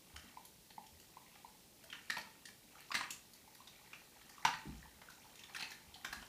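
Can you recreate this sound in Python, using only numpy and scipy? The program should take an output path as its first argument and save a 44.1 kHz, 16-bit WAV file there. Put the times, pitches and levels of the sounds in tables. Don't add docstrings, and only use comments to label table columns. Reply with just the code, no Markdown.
import sys
import numpy as np
from scipy import signal
from scipy.fft import rfft, irfft
from scipy.io import wavfile

SR = 44100
rng = np.random.default_rng(int(sys.argv[2]) if len(sys.argv) > 2 else 0)


def waveform_to_disk(signal):
    frames = np.transpose(np.atleast_2d(signal))
    scaled = np.clip(frames, -1, 1) * 32767
    samples = np.round(scaled).astype(np.int16)
    wavfile.write(sys.argv[1], SR, samples)


N = 276948

# frequency_hz, level_db_per_hz
HISS_SPECTRUM = [(18, -23), (35, -6), (62, -0.5), (100, -3), (175, 1), (350, -3.5), (700, -9), (1300, -19),
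                 (2200, -14.5), (4300, -11), (7000, -13), (15000, -14.5)]
# frequency_hz, t60_s
ROOM_DECAY = [(150, 0.6), (500, 0.23), (1400, 0.41), (3700, 0.34), (9000, 0.31), (15000, 0.21)]
# frequency_hz, level_db
ROOM_STRENGTH = [(150, -2), (350, -0.5), (620, 0), (880, -7), (1250, -3), (1800, -3.5), (2700, -2.5),
                 (4000, -3), (9000, -3), (15000, -5)]
# pitch_hz, relative_level_db, t60_s
BOWL_MODES = [(818, -26, 0.32), (886, -17.5, 0.49), (1176, -18, 0.37), (1240, -38, 0.9), (1486, -14.5, 0.2),
              (1630, -55, .3), (1850, -23, 0.25), (1850, -21, 0.18), (2170, -16, 0.12), (2850, -22.5, 0.17),
              (4440, -26, 0.23)]
# start_s, level_db, pitch_hz, settle_by_20_db_s
BUMP_EVENTS = [(.136, -54, 74, .04), (.241, -62, 240, .04), (.779, -64, 208, .02), (.921, -61, 78, .05),
               (2.169, -56, 200, .04), (4.4505, -50.5, 165, .025), (4.655, -52.5, 310, .05),
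               (4.668, -47.5, 190, .14), (4.678, -48.5, 64, .22), (5.875, -58.5, 75, .04),
               (6.095, -56, 54, .35), (6.167, -57.5, 208, .07)]
# time_s, level_db
CHEWING_EFFORT = [(0, -77), (.2, -64), (.55, -80), (1.35, -70), (1.7, -77), (2.08, -65), (2.6, -79),
                  (2.8, -66), (3.3, -75), (3.8, -68), (4.1, -70), (4.55, -62.5), (4.98, -72), (5.2, -66.5),
                  (5.47, -69), (5.62, -57), (5.8, -70), (6.28, -62)]
# frequency_hz, level_db
CRACKLE_COLOUR = [(750, 2), (900, 3), (1300, -5.5), (1800, 1.5), (3300, -4), (7000, -8.5), (15000, -19.5)]
# start_s, level_db, cavity_pitch_hz
POP_EVENTS = [(.371, -49.5, 930), (.7797, -46.5, 876), (1.1686, -52.5, 946), (1.4461, -52, 910),
              (2.754, -60.5, 1350), (2.9048, -48, 1050), (3.476, -64, 906), (3.6034, -58, 1020),
              (4.38, -56.5, 1150), (4.451, -27, 910), (4.828, -59, 1840), (4.856, -59, 940),
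              (5.086, -55.5, 1450), (5.957, -60.5, 814)]
# frequency_hz, level_db
SNAP_COLOUR = [(1000, -2), (2000, -0.5), (3500, 1), (5500, 1), (8000, -0.5), (11000, -2), (15000, -5.5)]
# start_s, snap_level_db, snap_low_edge_hz, slope_db_per_octave, mouth_pitch_hz
BITE_EVENTS = [ (.1611, -50.5, 1400, -6, 3020), (.451, -54.5, 1400, 3.5, 6100),
               (.704, -59, 1590, -4.5, 850), (.865, -61.5, 2500, -2, 3200), (.999, -61, 1410, -.5, 2850),
               (1.355, -62, 1700, -12, 800), (1.838, -57, 1500, 4, 640), (1.9, -55, 1750, -7.5, 3200),
               (1.9267, -47, 2000, -14.5, 3000), (1.951, -59, 1400, -12, 970),
               (2.0992, -37, 1750, -8.5, 1787), (2.168, -43.5, 1000, -8.5, 940),
               (2.18, -50.5, 1070, -3.5, 860), (2.213, -56, 4000, -13, 4620),
               (2.4541, -52, 3700, -10, 1820), (2.486, -59, 1000, -4, 1780), (2.803, -54, 1500, 14, 1830),
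               (2.9159, -42, 1800, -12, 1174), (2.9426, -39, 1200, -6, 1980),
               (2.9505, -34, 1800, -7.5, 1760), (2.966, -46, 1100, -9, 1000),
               (3.008, -41.5, 1100, -9, 1100), (3.034, -51, 1800, -14, 2400), (3.1051, -43, 2300, 0, 2696),
               (3.334, -59, 1470, 1, 4480), (3.549, -58.5, 1500, 0, 4670), (3.673, -56, 3700, -13, 3540),
               (3.9313, -50.5, 2300, -18, 2450), (4.2127, -60.5, 900, -4.5, 3330),
               (4.294, -58, 1540, -3, 1900), (4.4503, -30, 1450, -10.5, 5830),
               (4.4747, -43.5, 1010, -10, 1204), (4.536, -46, 1700, -14, 1850),
               (5.0156, -57.5, 920, -9.5, 886), (5.099, -59, 4060, -5, 1020),
               (5.355, -59.5, 2000, -2, 3570), (5.3926, -57.5, 2950, -9, 2590),
               (5.436, -55, 3040, -15, 3670), (5.494, -60, 950, -9, 1770), (5.547, -46.5, 1600, -8, 2570),
               (5.562, -45, 1400, -6, 1750), (5.596, -50, 3500, -14, 4240), (5.607, -47, 1500, -7, 4090),
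               (5.6245, -43, 2400, -12, 4400), (5.704, -55, 1800, -3, 4900),
               (5.7169, -51, 1490, -5.5, 1707), (5.9416, -55, 3900, -14, 3250),
               (6.046, -42.5, 1000, -5, 1505), (6.127, -43.5, 1050, -6, 1700),
               (6.224, -55, 870, -6.5, 1420)]

HISS_DB = -63.5
BAND_LIMIT_HZ = 15450
SQUEEZE_DB, SQUEEZE_LAG_S, SQUEEZE_S = -26, .006, .022
SMACKS_PER_S, SMACK_DB, SMACK_SPREAD_DB = 7, -2, 6
RING_DB, RING_DB_PER_SLOPE = -6.5, .3
SECOND_RATIO, SECOND_DB, SECOND_LAG_S = 2.4, -10, .003
SOFT_HZ = 5600


def amp(db):
    return 10 ** (np.asarray(db) / 20)


def read(points, hz):
    table_hz, value = np.transpose(points)
    return np.interp(np.log(hz + 1), np.log(table_hz), value)


def add(mix, start_s, sound):
    part = mix[round(start_s * SR):][:len(sound)]
    part += sound[:len(part)]


def burst(x, db):
    return amp(db) * x * np.sqrt(SR / 100 / np.sum(x ** 2))


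def causal(gain):
    cepstrum = irfft(np.log(np.maximum(gain, 1e-5)))
    half = len(cepstrum) // 2
    cepstrum[1:half] *= 2
    cepstrum[half + 1:] = 0
    return irfft(np.exp(rfft(cepstrum)))


def cavity(hz, swell_s, order=2, glide=0):
    u = np.arange(0, 10, 1 / (swell_s * SR))
    turns = hz * swell_s * (u + glide * (u - 1) ** 2 / 2)
    envelope = u ** order * np.exp(-order * u)
    return envelope * np.sin(2 * np.pi * turns)


def scatter(hold_s, fade_s, graininess, size=1024):
    t = np.arange(size) / SR
    envelope = np.exp(-np.maximum(t - hold_s, 0) / fade_s)
    heights = np.exp(graininess * rng.standard_normal(size))
    spikes = rng.standard_normal(size) * heights * envelope
    spectrum = rfft(spikes)
    flatter = irfft(spectrum / np.sqrt(abs(spectrum)))
    return flatter * np.sqrt(envelope)


def hiss():
    spectrum = rfft(rng.standard_normal(N))
    gain = amp(read(HISS_SPECTRUM, np.fft.rfftfreq(N, 1 / SR)))
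    noise = irfft(spectrum * gain, N)
    return amp(HISS_DB) * noise / noise.std()


def room_tail(first_s=.010, taps_per_s=2500):
    taps = rng.choice([-1., 1.], SR) * (rng.random(SR) < taps_per_s / SR)
    hz, t, bands = signal.stft(taps, SR, nperseg=256)
    t60 = read(ROOM_DECAY, hz)[:, None]
    decay = amp(read(ROOM_STRENGTH, hz)[:, None] - 60 * t / t60)
    equal_energy = np.sqrt(2 * np.log(1000) / t60)
    tail = signal.istft(bands * decay * equal_energy, SR, nperseg=256)[1] / np.linalg.norm(taps)
    return np.r_[np.zeros(round(first_s * SR)), tail]


def room(x, sway_per_s=1.7):
    angle = 2 * np.pi * sway_per_s * np.arange(N) / SR
    shares = np.cos(angle), np.sin(angle)
    return sum(signal.fftconvolve(x * share, room_tail())[:N] for share in shares)


def bowl(x, ring_db):
    t = np.arange(SR // 2) / SR
    ring = np.zeros(len(t))
    for hz, db, t60 in BOWL_MODES:
        mode = amp(-60 * t / t60) * np.sin(2 * np.pi * hz * t)
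        ring += amp(db) * mode / np.linalg.norm(mode)
    return amp(ring_db) * signal.fftconvolve(x, ring)[:N]


def bumps(thuds=12, cycles=0.9, gap_cycles=3.2, wander_octaves=.35):
    out = np.zeros(N)
    for start_s, db, hz, settle_s in BUMP_EVENTS:
        gap_s = gap_cycles / hz
        for k, (late, detune) in enumerate(rng.uniform(-1, 1, size=(thuds, 2))):
            loose = min(k, 1)
            age_s = (k + .3 * late * loose) * gap_s
            pitch_hz = hz * 2 ** (wander_octaves * detune * loose)
            thud = cavity(pitch_hz, swell_s=cycles / pitch_hz, order=1)
            add(out, start_s + age_s, burst(thud, db - 20 * age_s / settle_s))
    return out


def chewing(t):
    return np.interp(t, *np.transpose(CHEWING_EFFORT))


def crackle(per_s=500, spread_db=3.0, low_hz=750, octaves=4):
    out, t = np.zeros(N), np.arange(N) / SR
    for when, pitch, weight, length in rng.random((int(per_s * N / SR), 4)):
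        hz = low_hz * 2 ** (octaves * pitch)
        grain = cavity(hz, swell_s=(.5 + 2 * length) / hz, order=1)
        size_db = spread_db * min(-np.log(weight), 2) + read(CRACKLE_COLOUR, hz)
        add(out, when * N / SR, burst(grain, size_db) * np.sqrt(hz))
    out = signal.oaconvolve(out, scatter(hold_s=0.0046, fade_s=0.0014, graininess=1.0))[:N]
    squeeze = np.zeros(N)
    for start_s, snap_db, *_ in BITE_EVENTS:
        distance_s = abs(t - start_s - SQUEEZE_LAG_S)
        squeeze += amp(snap_db + SQUEEZE_DB) * np.exp(-distance_s / SQUEEZE_S)
    return out / out.std() * np.hypot(amp(chewing(t)), squeeze)


def smacks(low_hz=880, octaves=1.8, cycles=2.0):
    out = np.zeros(N)
    for k, (when, pitch, weight) in enumerate(rng.random((int(SMACKS_PER_S * N / SR), 3))):
        start_s = (k + when) / SMACKS_PER_S
        hz = low_hz * 2 ** (octaves * pitch ** 2)
        db = chewing(start_s) + SMACK_DB + SMACK_SPREAD_DB * (weight - .5)
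        add(out, start_s, burst(cavity(hz, swell_s=cycles / hz), db))
    return out


def pops(cycles=2.6, overtone_db=-19, overtone=2.38, echo_s=0.0079, echo_db=-11,
         after_s=.02, after_db=-19, after_pitch=.95):
    out = np.zeros(N)
    for start_s, db, hz in POP_EVENTS:
        swell_s = cycles / hz
        pop = burst(cavity(hz, swell_s, glide=rng.uniform(-0.097, 0.11)), db)
        add(out, start_s, pop)
        add(out, start_s + echo_s, amp(echo_db) * pop)
        add(out, start_s, burst(cavity(hz * overtone, swell_s=0.0013), db + overtone_db))
        add(out, start_s + after_s, burst(cavity(hz * after_pitch, swell_s), db + after_db))
    return out


def softness(hz):
    return 1 / (1 + (hz / SOFT_HZ) ** 8)


def bites(knock_db=-21, knock_hz=220, knock_s=.0026, ring_s=0.0041, lumps_db=4.0, flesh_db=-24, size=2048):
    out, hz = np.zeros(N), np.fft.rfftfreq(size, 1 / SR) + 1
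    knots = np.geomspace(700, 16000, 30)
    flesh = amp(flesh_db) / (1 + (hz / 1500) ** 2)
    for start_s, snap_db, edge_hz, slope_db, mouth_hz in BITE_EVENTS:
        low_cut = 1 / np.sqrt(1 + (edge_hz / hz) ** 8)
        tilt_db = read(SNAP_COLOUR, hz) + slope_db * np.log2(np.maximum(hz / edge_hz, .5))
        lumps = np.interp(hz, knots, rng.standard_normal(len(knots)))
        colour = causal(low_cut * amp(tilt_db + lumps_db * lumps) + flesh)
        click = scatter(hold_s=.0065, fade_s=.0065, graininess=.7)
        add(out, start_s, burst(signal.fftconvolve(click, colour), snap_db))

        swell_s = ring_s * (900 / mouth_hz) ** .75
        ring = cavity(mouth_hz, swell_s, glide=.04 * rng.choice([-1, 1]))
        ring_db = snap_db + RING_DB - RING_DB_PER_SLOPE * slope_db
        add(out, start_s, softness(mouth_hz) * burst(ring, ring_db))

        second_hz = SECOND_RATIO * mouth_hz
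        second = burst(cavity(second_hz, swell_s=.001), snap_db + SECOND_DB)
        add(out, start_s + SECOND_LAG_S, softness(second_hz) * second)

        knock = cavity(knock_hz, swell_s=knock_s)
        add(out, start_s, burst(knock, snap_db + knock_db))
    return out


def scene():
    mouth = bites() + pops() + smacks() + crackle()
    near = mouth + bowl(mouth, ring_db=-20) + bumps()
    return (near + room(near) + hiss())[None]


def record(dry):
    low_pass = signal.firwin(767, BAND_LIMIT_HZ, window=("kaiser", 8), fs=SR)
    return signal.oaconvolve(dry, low_pass[None], "same")


dry = scene()
out = record(dry)
waveform_to_disk(out)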